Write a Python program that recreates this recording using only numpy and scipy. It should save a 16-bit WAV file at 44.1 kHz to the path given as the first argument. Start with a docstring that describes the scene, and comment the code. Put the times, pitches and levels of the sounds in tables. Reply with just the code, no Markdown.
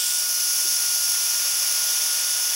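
"""An electric heat gun runs steadily over a workbench, close to the microphone, shrinking tubing on a wire.
Throughout, filtered noise makes the rush of the barrel and the hiss of the nozzle's resonances, over
the sine harmonics of the fan's thin whine and a faint mains hum from the motor.
At the start the hiss changes colour as the nozzle swings onto the wire, and a notch slides up the treble.
One soft bump, a short windowed tone, follows; later a band of the treble dips for half a second."""
import sys
import numpy as np
from scipy import signal
from scipy.fft import rfft, irfft
from scipy.io import wavfile

SR = 44100
rng = np.random.default_rng(int(sys.argv[2]) if len(sys.argv) > 2 else 0)


def wav_record(signal):
    """Record a signal, one row per channel, as 16-bit PCM in the file named by sys.argv[1]."""
    frames = np.transpose(np.atleast_2d(signal))
    bounded = np.clip(frames, -1, 1)
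    # unit amplitude maps onto the largest positive 16-bit level
    quanta = np.round(bounded * 32767).astype(np.int16)
    wavfile.write(sys.argv[1], SR, quanta)


N = 112454  # samples
TIME = np.arange(N) / SR  # seconds
BINS = np.maximum(np.fft.rfftfreq(N, 1 / SR), 1)  # Hz, kept above zero for divisions and logarithms


def from_db(db):
    """Logarithmic level: decibels become an amplitude gain."""
    return 10 ** (np.asarray(db) / 20)


def in_time(rows):
    """Linear interpolation: each column of a curve is read at every sample."""
    seconds, *columns = np.transpose(rows)
    return [np.interp(TIME, seconds, column) for column in columns]


def drift(rate_hz):
    """Low-pass noise: a smooth random wander with a standard deviation of 1."""
    spectrum = rfft(rng.standard_normal(N))
    slow = irfft(spectrum / (1 + (BINS / rate_hz) ** 2), N)
    return slow / slow.std()


def air_noise(slope=(), resonances=()):
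    """Turbulence as shaped white noise: the powers of a broad spectrum and of resonant peaks add."""
    power = 0
    if len(slope):
        hz, density_db = np.transpose(slope)
        # straight lines in dB over log frequency
        power = from_db(np.interp(np.log(BINS), np.log(hz), density_db)) ** 2
    for centre, width, peak_db in resonances:
        detune = (BINS / centre - centre / BINS) * centre / width
        power = power + (from_db(peak_db) / (1 + detune ** 2)) ** 2
    white = rfft(rng.standard_normal(N))
    return irfft(white * np.sqrt(power * SR / 2), N)


def notch(x, centre_hz, depth, width_hz):
    """Heterodyne band rejection: a band is shifted to 0 Hz, low-passed, shifted back and subtracted."""
    carrier = np.exp(2j * np.pi * np.cumsum(centre_hz * np.ones(N)) / SR)
    pole = np.exp(-np.pi * width_hz / SR)
    shifted_band = signal.lfilter([1 - pole], [1, -pole], x / carrier)
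    band = 2 * (shifted_band * carrier).real
    return x - np.clip(depth, 0, 1) * band


HUM_HZ, HUM_DB, HUM_WAVER_DB = 604, -62, 2.5  # pitch, typical rms level, standard deviation of the waver


def motor_hum():
    """Amplitude modulation: the motor's faint mains hum is one sine whose level wavers at random."""
    level_db = HUM_DB + HUM_WAVER_DB * drift(6.4)
    return np.sqrt(2) * from_db(level_db) * np.sin(2 * np.pi * HUM_HZ * TIME)


BUMP_S, BUMP_WIDTH_S = .657, 0.0078  # middle, and time from there to 1/e of the envelope's peak
BUMP_HZ, BUMP_DB = 360, -41  # pitch, and peak of the envelope


def bump():
    """Gaussian tone burst: a soft handling bump is a few rounded cycles of one low tone."""
    age = TIME - BUMP_S
    envelope = np.exp(-(age / BUMP_WIDTH_S) ** 2)
    return from_db(BUMP_DB) * envelope * np.sin(2 * np.pi * BUMP_HZ * age)


# Blade-passing rate of the fan. Each row: time in seconds, rate in Hz before a small random wobble.
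BLADE_RATE = [(0, 1445), (.17, 1445), (.45, 1438), (.6, 1437.5), (.93, 1429), (1.22, 1426), (1.55, 1430),
              (1.95, 1435.5), (2.38, 1443), (2.55, 1443)]
# Harmonics of the whine. Each row: multiple of the blade rate, rms level in dB before the flicker.
WHINE = [(1, -43.5), (2, -45.5), (3, -48.5), (4, -38.5), (5, -54.5), (6, -45.5), (7, -48.5), (8, -51.5),
         (9, -46), (10, -52), (11, -47)]
SPEED_WOBBLE = 0.00055  # standard deviation, as a fraction of the rate
WHINE_FLICKER_DB, FLICKER_PER_ORDER_DB = 0.8, 0.26  # standard deviation: base, and growth per multiple


def fan_whine():
    """Harmonic series: blades passing make multiples of one rate, and the higher ones flicker more."""
    rate_hz, = in_time(BLADE_RATE)
    wobbling_hz = rate_hz * (1 + SPEED_WOBBLE * drift(25))
    phase = 2 * np.pi * np.cumsum(wobbling_hz) / SR
    whine = np.zeros(N)
    for order, db in WHINE:
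        flicker_db = (WHINE_FLICKER_DB + FLICKER_PER_ORDER_DB * order) * drift(14)
        tone = np.sin(round(order) * phase + rng.uniform(0, 2 * np.pi))
        whine += np.sqrt(2) * from_db(db + flicker_db) * tone
    return whine


# Broad rush of air in the barrel.
# Each row: frequency in Hz, power density in dB per Hz before the rush's gain.
RUSH = [(25, -114), (50, -116), (110, -110), (180, -103), (250, -96), (330, -85.5), (430, -83.5),
        (620, -78.5), (900, -75.5), (1400, -74), (2100, -74), (2550, -69), (2900, -74), (4000, -76.5),
        (8000, -77), (16000, -78)]
# Resonances of the barrel.
# Each row: centre in Hz, width in Hz, peak density in dB per Hz before their moving level.
BARREL = [(353.6, 38, -84.5), (3100, 260, -70), (3440, 247, -65.5), (3653, 130, -67.5)]
# Moving level of the barrel's resonances. Each row: time in seconds, gain in dB.
BARREL_LEVEL = [(0, -3), (.25, -5), (.5, -1.5), (1.1, -1), (1.45, 0), (1.8, 0.5), (2.02, 2.5), (2.35, 1),
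                (2.55, 1.5)]
RUSH_DB, RUSH_FOLLOWS = -0.67, 0.97  # gain, and dB of rush per dB of flow


def barrel_rush(flow_db):
    """Duct resonance: air drawn through the barrel makes a broad rush, and the barrel rings in it."""
    rush = from_db(RUSH_DB + RUSH_FOLLOWS * flow_db) * air_noise(RUSH)
    ringing_db, = in_time(BARREL_LEVEL)
    ringing = from_db(ringing_db) * air_noise(resonances=BARREL)
    return rush + ringing


# Hiss while the nozzle still points towards the microphone.
# Each row: frequency in Hz, power density in dB per Hz before the front gain.
FRONT_JET = [(150, -135), (1000, -100), (2200, -77), (3050, -64.5), (3550, -63), (3950, -70.5), (4800, -60),
             (5550, -58), (6350, -66), (7100, -60.5), (8700, -60), (9600, -65), (10100, -53), (10600, -74),
             (11500, -68), (13200, -65), (14000, -70), (15500, -67)]
FRONT_DB = -0.9
# Smooth hiss of the jet from the side.
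# Each row: frequency in Hz, power density in dB per Hz before the hiss's gains.
JET = [(150, -135), (1000, -100), (4000, -77), (4800, -64), (7600, -66.5), (8400, -71), (9100, -73.5),
       (12000, -75), (14000, -72.5), (16000, -75)]
# Resonances of the nozzle.
# Each row: centre in Hz, width in Hz, peak density in dB per Hz before the hiss's gains.
NOZZLE = [(4330, 160, -68), (4780, 350, -63.5), (5030, 370, -68), (5418, 450, -55), (5990, 440, -57),
          (6500, 590, -59.5), (7160, 97, -71), (8560, 130, -69), (9650, 670, -64.5), (10070, 220, -61),
          (10520, 730, -56.5), (11150, 540, -62.5), (11580, 240, -64.5), (11700, 250, -71),
          (12340, 350, -64.5), (13300, 570, -65.5), (14150, 280, -73), (14830, 300, -68), (15560, 620, -64)]
HISS_DB, HISS_FOLLOWS = -0.51, 1  # gain, and dB of hiss per dB of flow
# Treble of the side hiss against the rest of it. Each row: time in seconds, gain in dB.
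TREBLE_LEVEL = [(.15, 3), (.3, 2.5), (.55, 1.1), (.8, 0.4), (1.05, 0), (1.42, 0), (1.65, 1), (1.85, 0.4),
                (2.2, -1), (2.5, 0.5)]
TREBLE_FROM_HZ = 12000
SWING_S, SWING_TIME_S = 0.12, 0.047  # middle of the swing, and how gradually it happens
# Notch that slides up through the treble during the swing.
# Each row: time in seconds, centre in Hz, depth from 0 to 1.
SWING_NOTCH = [(0, 10400, .65), (.09, 11200, 0.8), (.15, 12300, 0.7), (.21, 13500, 0.3), (.37, 14100, 0.4),
               (.5, 13900, .25)]
# Dip of one treble band for a while.
# One row: start in seconds, end in seconds, centre in Hz, width in Hz, depth from 0 to 1.
TREBLE_DIP = (1.2, 1.7, 9520, 640, 0.81)
DIP_FADE_S = 0.1
TURBULENCE_DB, TURBULENCE_PER_S = 0.45, 50  # standard deviation and rate of the flutter


def nozzle_hiss(flow_db):
    """Jet directivity: the fluttering jet is heard first from the front, then from the side."""
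    front = from_db(FRONT_DB) * air_noise(FRONT_JET)
    side = from_db(HISS_DB + HISS_FOLLOWS * flow_db) * air_noise(JET, NOZZLE)
    treble = irfft(rfft(side) / (1 + (TREBLE_FROM_HZ / BINS) ** 10), N)
    treble_db, = in_time(TREBLE_LEVEL)
    side = side + (from_db(treble_db) - 1) * treble

    # equal-power crossfade from front to side
    turned = .5 + .5 * np.tanh((TIME - SWING_S) / (2 * SWING_TIME_S))
    hiss = np.sqrt(1 - turned) * front + np.sqrt(turned) * side

    notch_hz, notch_depth = in_time(SWING_NOTCH)
    hiss = notch(hiss, notch_hz, notch_depth, width_hz=950)
    start, end, dip_hz, dip_width_hz, dip_depth = TREBLE_DIP
    held = np.clip(np.minimum(TIME - start, end - TIME) / DIP_FADE_S + .5, 0, 1)
    hiss = notch(hiss, dip_hz, dip_depth * held, dip_width_hz)
    return hiss * from_db(TURBULENCE_DB * drift(TURBULENCE_PER_S))


# Strength of the airflow; only the departures from each column's mean over time are used.
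# Each row: time in seconds, level of the rush in dB, level of the hiss in dB.
FLOW = [(0.2, -50.5, -26), (0.21, -50, -27.5), (0.47, -49, -25.5), (1.02, -48, -25), (1.1, -49.5, -25),
        (1.16, -46.5, -26), (1.19, -48, -25), (1.33, -47, -25), (1.98, -46, -25.5), (2.49, -47.5, -26.5),
        (2.5, -46.5, -26.5)]


def scene():
    """Superposition: the sources add, and identical channels place the gun in the centre."""
    rush_db, hiss_db = (db - db.mean() for db in in_time(FLOW))
    gun = motor_hum() + bump() + fan_whine() + barrel_rush(rush_db) + nozzle_hiss(hiss_db)
    return np.array([gun, gun])


CUTOFF_HZ = 15800


def record(dry):
    """Low-pass filtering: a very steep magnitude response cuts the top."""
    return irfft(rfft(dry) / np.sqrt(1 + (BINS / CUTOFF_HZ) ** 600), N)


dry = scene()
out = record(dry)
wav_record(out)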